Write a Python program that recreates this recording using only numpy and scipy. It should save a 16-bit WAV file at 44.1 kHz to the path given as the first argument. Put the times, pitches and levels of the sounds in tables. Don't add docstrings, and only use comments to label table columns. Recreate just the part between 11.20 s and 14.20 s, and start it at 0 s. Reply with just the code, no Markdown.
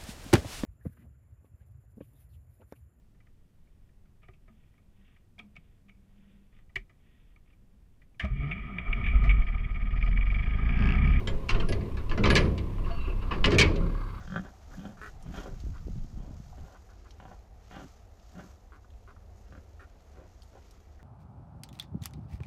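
import sys
import numpy as np
from scipy import signal
from scipy.fft import rfft, irfft, next_fast_len
from scipy.io import wavfile
from scipy.ndimage import map_coordinates

SR = 44100
rng = np.random.default_rng(int(sys.argv[2]) if len(sys.argv) > 2 else 0)


def invert_db(x):
    u = np.asarray(x, float) / 20
    return 10 ** u


def generate_wav(sig):
    pcm = np.round(np.clip(np.atleast_2d(sig).T, -1, 1) * 32767).astype(np.int16)
    wavfile.write(sys.argv[1], SR, pcm)


N = 132300


def unit(x):
    return x / np.sqrt(np.mean(x ** 2) + 1e-20)


def along(points, hz):
    f, v = np.transpose(points)
    return np.interp(np.log(hz + 1), np.log(f + 1), v)


def curves(rows):
    s, *cols = np.transpose(rows)
    return [np.interp(np.arange(N) / SR, s, c) for c in cols]


def wobble(rate):
    knots = rng.standard_normal(int(N * rate / SR) + 4)
    return map_coordinates(knots, [np.arange(N) * rate / SR])


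def filtered(x, response):
    m = next_fast_len(len(x) + SR // 2)
    return irfft(rfft(x, m) * response(np.fft.rfftfreq(m, 1 / SR)), m)[:len(x)]


def resonances(peaks):
    def response(f):
        total = 0
        for k, (centre, width, db) in enumerate(peaks):
            damping = 1j * f * width
            total = total + (-1) ** k * invert_db(db) * damping / (centre * centre - f * f + damping)
        return total
    return response


def dying(size, spectrum, t60s, window):
    hz, t, z = signal.stft(rng.standard_normal(size), SR, nperseg=window)
    z = z * invert_db(spectrum(hz)[:, None] - 60 * t / along(t60s, hz)[:, None])
    x = signal.istft(z, SR, nperseg=window)[1][:size]
    return x / np.sqrt(np.mean(x[:SR // 50] ** 2))


def ringing(modes, t, spread_db):
    total = np.zeros(len(t))
    for hz, db, t60 in modes:
        luck, phase = rng.standard_normal(2)
        swell = np.clip(t * hz / 4, 0, 1)
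        total += invert_db(db + spread_db * luck - 60 * t / t60) * np.sin(2 * np.pi * hz * t + phase) * swell
    return total


def add(out, s, x):
    part = out[round(s * SR):][:len(x)]
    part += x[:len(part)]


def engine():
    orders_db = [-35, -42.5, -40.5, -78, -54.5, -58, -85]
    # frequency_hz [Hz], density_db [dB per Hz]
    roar_colour = [(24, -25), (40, 0.5), (115, -7), (450, -23.5), (740, -32), (1050, -21), (1350, -37.5),
                   (2330, -35), (7000, -54.5), (9100, -61), (15400, -120)]
    firing_hz, jitter, cylinder_db = 33.24, 0.02945, 5.5
    turns = np.cumsum(firing_hz * (1 + jitter * wobble(6.7))) / SR
    orders = np.zeros(N)
    for k, db in enumerate(orders_db):
        orders += invert_db(db + cylinder_db * wobble(9)) * np.sin(2 * np.pi * (k + 1) * turns)

    beat = 1 + 0.16 * np.cos(2 * np.pi * turns)
    roar = unit(filtered(rng.standard_normal(N) * beat, lambda f: invert_db(along(roar_colour, f))))
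    t = np.arange(N) / SR
    ease_db = -3 * np.clip((t - 2.69) / 0.14, 0, 1)
    roar_db = ease_db - 40.5 + 0.57 * wobble(3.02)

    band = resonances([(1045, 190, 0)])
    block = unit(filtered(rng.standard_normal(N) * beat, lambda f: band(f) ** 2))
    block_db = -66 + 2.9 * wobble(11.2)
    pump = invert_db(-84 + 2.5 * wobble(20)) * np.sin(2 * np.pi * 9600 * t + wobble(30))
    return orders + invert_db(roar_db) * roar + invert_db(block_db) * block + pump


def shudder():
    # time_s [s], level_db [dB]
    shaking = [(0.0, -37.5), (0.15, -26), (0.29, -46), (0.35, -19), (0.61, -34.5), (1.09, -23), (1.53, -42),
               (1.65, -29.5), (2.17, -35), (2.21, -16), (2.56, -53), (2.6, -29.5), (3.0, -53)]
    # frequency_hz [Hz], density_db [dB per Hz]
    frame_colour = [(7.1, -16), (12, 3), (32, -5), (60, -17.5), (78, -21), (130, -120)]
    db, = curves(shaking)
    return invert_db(db) * unit(filtered(rng.standard_normal(N), lambda f: invert_db(along(frame_colour, f))))


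def struck_steel(t, tilt_db):
    # frequency_hz [Hz], level_db [dB]
    gear_modes = [(1045, -1), (1170, -3), (1695, -1), (2035, -2), (2270, -3), (2750, -6), (2900, -5),
                  (3110, -4), (4050, -9), (4310, -11), (4600, -12)]
    # frequency_hz [Hz], density_db [dB per Hz]
    plate_colour = [(450, -63), (800, -18), (1140, -1.5), (1450, -13.5), (2270, -1.5), (3620, -8.5),
                    (4400, -7), (7390, -21), (15400, -59.5)]
    # frequency_hz [Hz], t60_s [s]
    plate_decay = [(800, 0.41), (2500, 0.14), (6000, 0.051), (14000, 0.051)]
    gear_db, gear_t60, tail_db, tail_t60, contact_s = -1.5, 0.061, -16.5, 0.74, 0.00058

    def slope(hz):
        return tilt_db * np.log2(np.clip(hz, 1150, None) / 2500)

    lumps = np.c_[np.geomspace(600, 16000, num=24), 3 * rng.standard_normal(24)]
    plate = dying(len(t), lambda hz: along(plate_colour, hz) + slope(hz) + along(lumps, hz),
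                  plate_decay, window=128)
    tail_decay = [(1000, tail_t60), (8000, 0.38 * tail_t60)]
    plate += invert_db(tail_db) * dying(len(t), lambda hz: along(plate_colour, hz), tail_decay, window=380)

    brightest = max(slope(1800), slope(3300))
    modes = [(hz, db + slope(hz) - brightest, gear_t60 * (2500 / hz) ** 0.13) for hz, db in gear_modes]
    gear = ringing(modes, t, spread_db=4.5)
    attack = np.sin(np.pi / 2 * np.clip(t / contact_s, 0, 1)) ** 2
    return (plate + invert_db(gear_db) * gear) * attack * np.cos(np.pi / 2 * t / t[-1])


def chatter(chatter_s, lead_s):
    t = np.arange(SR // 10) / SR
    bounces = rng.standard_normal(len(t)) > 2.1
    size = invert_db(6.5 * rng.standard_normal(len(t))) * bounces
    size *= np.clip((chatter_s - t) / 0.0014, 0, 1)
    size *= invert_db(-2 * t / chatter_s)
    size[0], size[round(lead_s * SR)] = 0.3, 5.5
    return size / np.linalg.norm(size)


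def wall_boom(t):
    # frequency_hz [Hz], level_db [dB]
    wall_modes = [(65, -3), (104, -3.5), (167, -1.5), (204, -3.5), (250, -9.5), (314, -6), (352, -6),
                  (410, -2), (430, -10.5), (470, -17), (541, -8), (670, -12), (1050, -20), (1170, -18)]
    # frequency_hz [Hz], density_db [dB per Hz]
    wall_colour = [(26, -19), (45, 2.5), (75, 7), (134, -0.5), (284, -6), (414, -4), (709, -15), (900, -34),
                   (1170, -53), (1980, -120)]
    # frequency_hz [Hz], t60_s [s]
    wall_decay = [(60, 1.04), (300, 1.3), (800, 0.64)]
    ring_db, rise_s = -9.5, 0.004
    ring = ringing([(hz, db, along(wall_decay, hz)) for hz, db in wall_modes], t, spread_db=5.0)
    boom = dying(len(t), lambda hz: along(wall_colour, hz), wall_decay, window=1800)
    boom = boom + invert_db(ring_db) * ring
    return boom * (1 - np.exp(-t / rise_s)) * np.cos(np.pi / 2 * t / t[-1])


def clanks():
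    # start_s [s], peak_db [dB], chatter_s [s],
    # brightness_db [dB per octave], boom_db [dB]
    blows = [
        (.0735, -27.5, 0.0073, -2.5, -36.5),
        (.3459, -27.5, 0.004, -8, -33),
        (.9135, -29.5, 0.0063, -5, -36.5),
        (.976, -28, 0.0048, -5.5, -28.5),
        (1.038, -17.5, 0.0083, -5.5, -24.5),
        (1.0553, -18.5, 0.021, -3, -25.5),
        (1.1012, -15, .008, -1.5, -26),
        (2.2418, -12.5, 0.0056, -3.5, -28),
        (2.2561, -21.5, 0.0086, 4, -28),
             (0.0024, -42, 0.0057, -4.5, -40.5), (0.3992, -31, 0.009, -3, -39.5),
              (0.4874, -33.5, 0.0087, 3.5, -32.5), (0.5223, -29.5, 0.0091, 1.5, -44.5),
              (0.607, -42, 0.0063, -7, -38.5), (0.7693, -37, 0.022, -3, -46.5),
              (0.8947, -38.5, 0.0075, -3, -42), (1.2496, -33, 0.0061, -9.5, -51),
              (1.3784, -34.5, 0.01, 1.5, -42), (1.5799, -46.5, 0.0068, -11, -40.5),
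              (1.6566, -38.5, 0.013, -14, -47), (1.8744, -40.5, 0.011, -11, -42.5),
              (2.0234, -42, 0.0044, -8, -42.5), (2.306, -29, 0.0078, 0, -61),
              (2.5587, -37.5, 0.011, 2.5, -35),
             (.2905, -18, .018, 0.7, -39), (1.1528, -15, 0.0091, 5, -30.5), (1.1616, -18, .006, 4, -44.5),
               (1.168, -15.5, 0.0096, 0.5, -39.5), (1.178, -23.5, .012, 2.5, -42.5),
               (1.202, -32, .008, -3.5, -44), (2.1092, -24.5, 0.03, -9.5, -34.5),
               (2.3182, -19.5, 0.031, -2, -23.5), (2.384, -11.5, .009, 5, -25.5),
               (2.397, -13.5, 0.0097, 6.5, -40.5), (2.4115, -12.5, 0.0056, 2, -40),
               (2.419, -17, 0.011, 3.5, -40.5)]
    out, lead_s = np.zeros(N), 0.001
    short, long = np.arange(SR // 3) / SR, np.arange(SR * 3 // 4) / SR
    for s, db, chatter_s, tilt_db, boom_db in blows:
        body = struck_steel(short, tilt_db)
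        clank = signal.fftconvolve(body, chatter(chatter_s, lead_s))
        add(out, max(s - lead_s, 0), invert_db(db - 11.5) * clank)
        add(out, s, invert_db(boom_db) * wall_boom(long))
    return out


def small_steel():
    # start_s [s], level_db [dB]
    latch = [(3160, -2.5, 0.08), (5400, -11, 0.07), (6700, -31, .15), (7230, -19, .15), (8160, -28, 0.087),
             (9300, -28, .08)]
    latch_hits = [
        (0.0727, -31),
        (2.3835, -44.5),
    ]
    rail = [(1055, -3, .11), (1120, -.5, .1), (1190, -4, .08), (1389, -6, .12), (2885, -12, .12)]
    rail_hits = [
        (.293, -37),
        (.428, -36.5),
        (1.582, -47),
        (1.876, -42),
        (2.025, -43),
        (2.112, -30),
        (2.62, -45),
    ]
    pin = [(9598, -3, .42), (10840, -7, .38), (9630, -17, .25)]
    pin_hits = [
        (.4868, -66),
        (1.1014, -51),
        (1.17, -56),
    ]
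    link = [(10140, .1, .16), (10110, -10, .2), (1655, 12, .15), (4360, -2, .07)]
    link_hits = [
        (.4868, -46),
        (1.1014, -47),
    ]
    hook = [(2240, 3, 0.16), (2344, 9, 0.055), (418.3, 1.5, 0.34), (1797, -2.5, 0.16), (4280, -9, 0.09)]
    hook_hits = [
        (1.1539, -31),
        (2.385, -22.5),
        (2.41, -26.5),
    ]
    rib = [(371, .1, .22), (355, -7, .2), (1200, -14, .12), (290, -12, .15)]
    rib_hits = [
        (1.873, -29),
        (2.165, -35),
    ]
    out, t = np.zeros(N), np.arange(SR // 2) / SR
    parts = [(latch, latch_hits), (rail, rail_hits), (pin, pin_hits),
             (link, link_hits), (hook, hook_hits), (rib, rib_hits)]
    for modes, hits in parts:
        for s, db in hits:
            add(out, s, invert_db(db) * ringing(modes, t, spread_db=3))
    return out


def ticks():
    # start_s [s], level_db [dB], t60_s [s]
    tick_hits = [
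        (0.2864, -42, .03),
        (.424, -49, .02),
        (1.0347, -39, .02),
        (1.099, -43, .015),
        (1.1012, -30, 0.056),
        (1.1545, -28, 0.038),
        (2.3183, -38, 0.032),
        (2.3843, -24.5, .03),
        (2.4195, -31, 0.032),
    ]
    # frequency_hz [Hz], density_db [dB per Hz]
    tick_colour = [(900, -40), (2500, 11.5), (5000, -11.5), (9000, -16), (15000, -26)]
    out, t = np.zeros(N), np.arange(SR // 20) / SR
    for s, db, t60 in tick_hits:
        crack = unit(filtered(rng.standard_normal(len(t)), lambda f: invert_db(along(tick_colour, f))))
        add(out, s, invert_db(db - 60 * t / t60) * crack)
    return out


def notes():
    # start_s [s], pitch_hz [Hz], level_db [dB],
    # t60_s [s]
    single_notes = [(0.292, 2720, -31, .07), (.399, 3110, -38.5, 0.047), (.524, 4600, -42.5, .06),
                    (.77, 2257, -44, .08), (.895, 2700, -42, 0.054), (.914, 1705, -34, 0.09),
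                    (.915, 4550, -44, 0.054), (.978, 2040, -43, .1), (1.039, 2040, -23.5, 0.079),
                    (1.041, 4030, -32.5, .07), (1.056, 3080, -32, 0.089), (1.102, 2870, -34, 0.2),
                    (1.157, 2920, -31, 0.14), (1.16, 1696, -27, 0.14), (1.379, 2900, -46, 0.054),
                    (.985, 200, -27.5, .35), (1.103, 1670, -28.5, 0.16), (1.163, 2130, -30, .14),
                    (1.71, 4450, -61, 0.46), (1.805, 3930, -59, 0.27), (2.244, 2900, -30, 0.087),
                    (2.385, 4410, -36, .12), (2.386, 2950, -26, 0.11), (2.412, 4420, -30, .1),
                    (2.43, 2280, -34, 0.2), (2.59, 170, -31, 0.53)]
    out, t = np.zeros(N), np.arange(SR // 3) / SR
    for s, hz, db, t60 in single_notes:
        pair = [(hz, 0, t60), (hz * 1.025, -5, t60)]
        add(out, s, invert_db(db) * ringing(pair, t, spread_db=3.5))
    return out


def roller():
    # time_s [s], pitch_hz [Hz], level_db [dB]
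    squeal_glide = [(1.63, 2760, -59), (1.65, 2754, -53), (1.69, 2844, -63), (1.72, 2834, -57),
                    (1.8, 2720, -50), (1.92, 2640, -53.5), (1.96, 2650, -66), (2.02, 2710, -56),
                    (2.099, 2660, -70)]
    # time_s [s], level_db [dB]
    drag = [(1.56, -72), (1.59, -58), (1.64, -57.5), (1.69, -47), (1.8, -53.5), (1.9, -54), (2.0, -57),
            (2.1, -48), (2.2, -50)]
    # frequency_hz [Hz], width_hz [Hz], level_db [dB]
    bracket = [(1130, 130, 2), (1660, 60, -7), (2080, 60, -11), (3930, 70, -17), (4460, 170, -15)]
    # frequency_hz [Hz], width_hz [Hz], level_db [dB]
    axle = [(678, 26, 0)]
    hz, db = curves(squeal_glide)
    drag_db, = curves(drag)
    t = np.arange(N) / SR
    inside_s = np.minimum(t - squeal_glide[0][0], squeal_glide[-1][0] - t)
    gate = np.clip(inside_s / 0.022, 0, 1)

    scatter_hz, swing, flutter_db = 90, 1.1, 3
    hoarse = unit(filtered(rng.standard_normal(N), lambda f: 1 / (1 + (f / scatter_hz) ** 2) ** .8))
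    tone = np.sin(2 * np.pi * np.cumsum(hz) / SR + swing * hoarse)
    squeal = unit(tone * invert_db(flutter_db * wobble(60)))

    grit = rng.standard_normal(N) * invert_db(2.8 * wobble(120))
    scrape = unit(filtered(grit, lambda f: resonances(bracket)(f) / (1 + (f / 4700) ** 6)))

    moan = unit(filtered(rng.standard_normal(N), lambda f: resonances(axle)(f) ** 2))
    moan_s, moan_spread_s = 1.72, 0.027
    swell = np.exp(-((t - moan_s) / moan_spread_s) ** 2 / 2)
    return gate * invert_db(db) * squeal + invert_db(drag_db) * scrape + invert_db(-45) * swell * moan


def scene():
    mix = engine() + shudder() + clanks() + small_steel() + ticks() + notes() + roller()
    return mix[None]


def top_cut(x):
    return signal.sosfilt(signal.butter(12, 15600, fs=SR, output="sos"), x)


def record(dry):
    ceiling, hiss_db, top_hz = .62, -69.5, 15150
    x = dry[0] / (1 + (dry[0] / ceiling) ** 4) ** (1 / 4)
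    x = x + invert_db(hiss_db) * rng.standard_normal(N)
    mix = filtered(x, lambda f: 1 / np.sqrt(1 + (f / top_hz) ** 150))[None]
    return top_cut(mix)


dry = scene()
out = record(dry)
generate_wav(out)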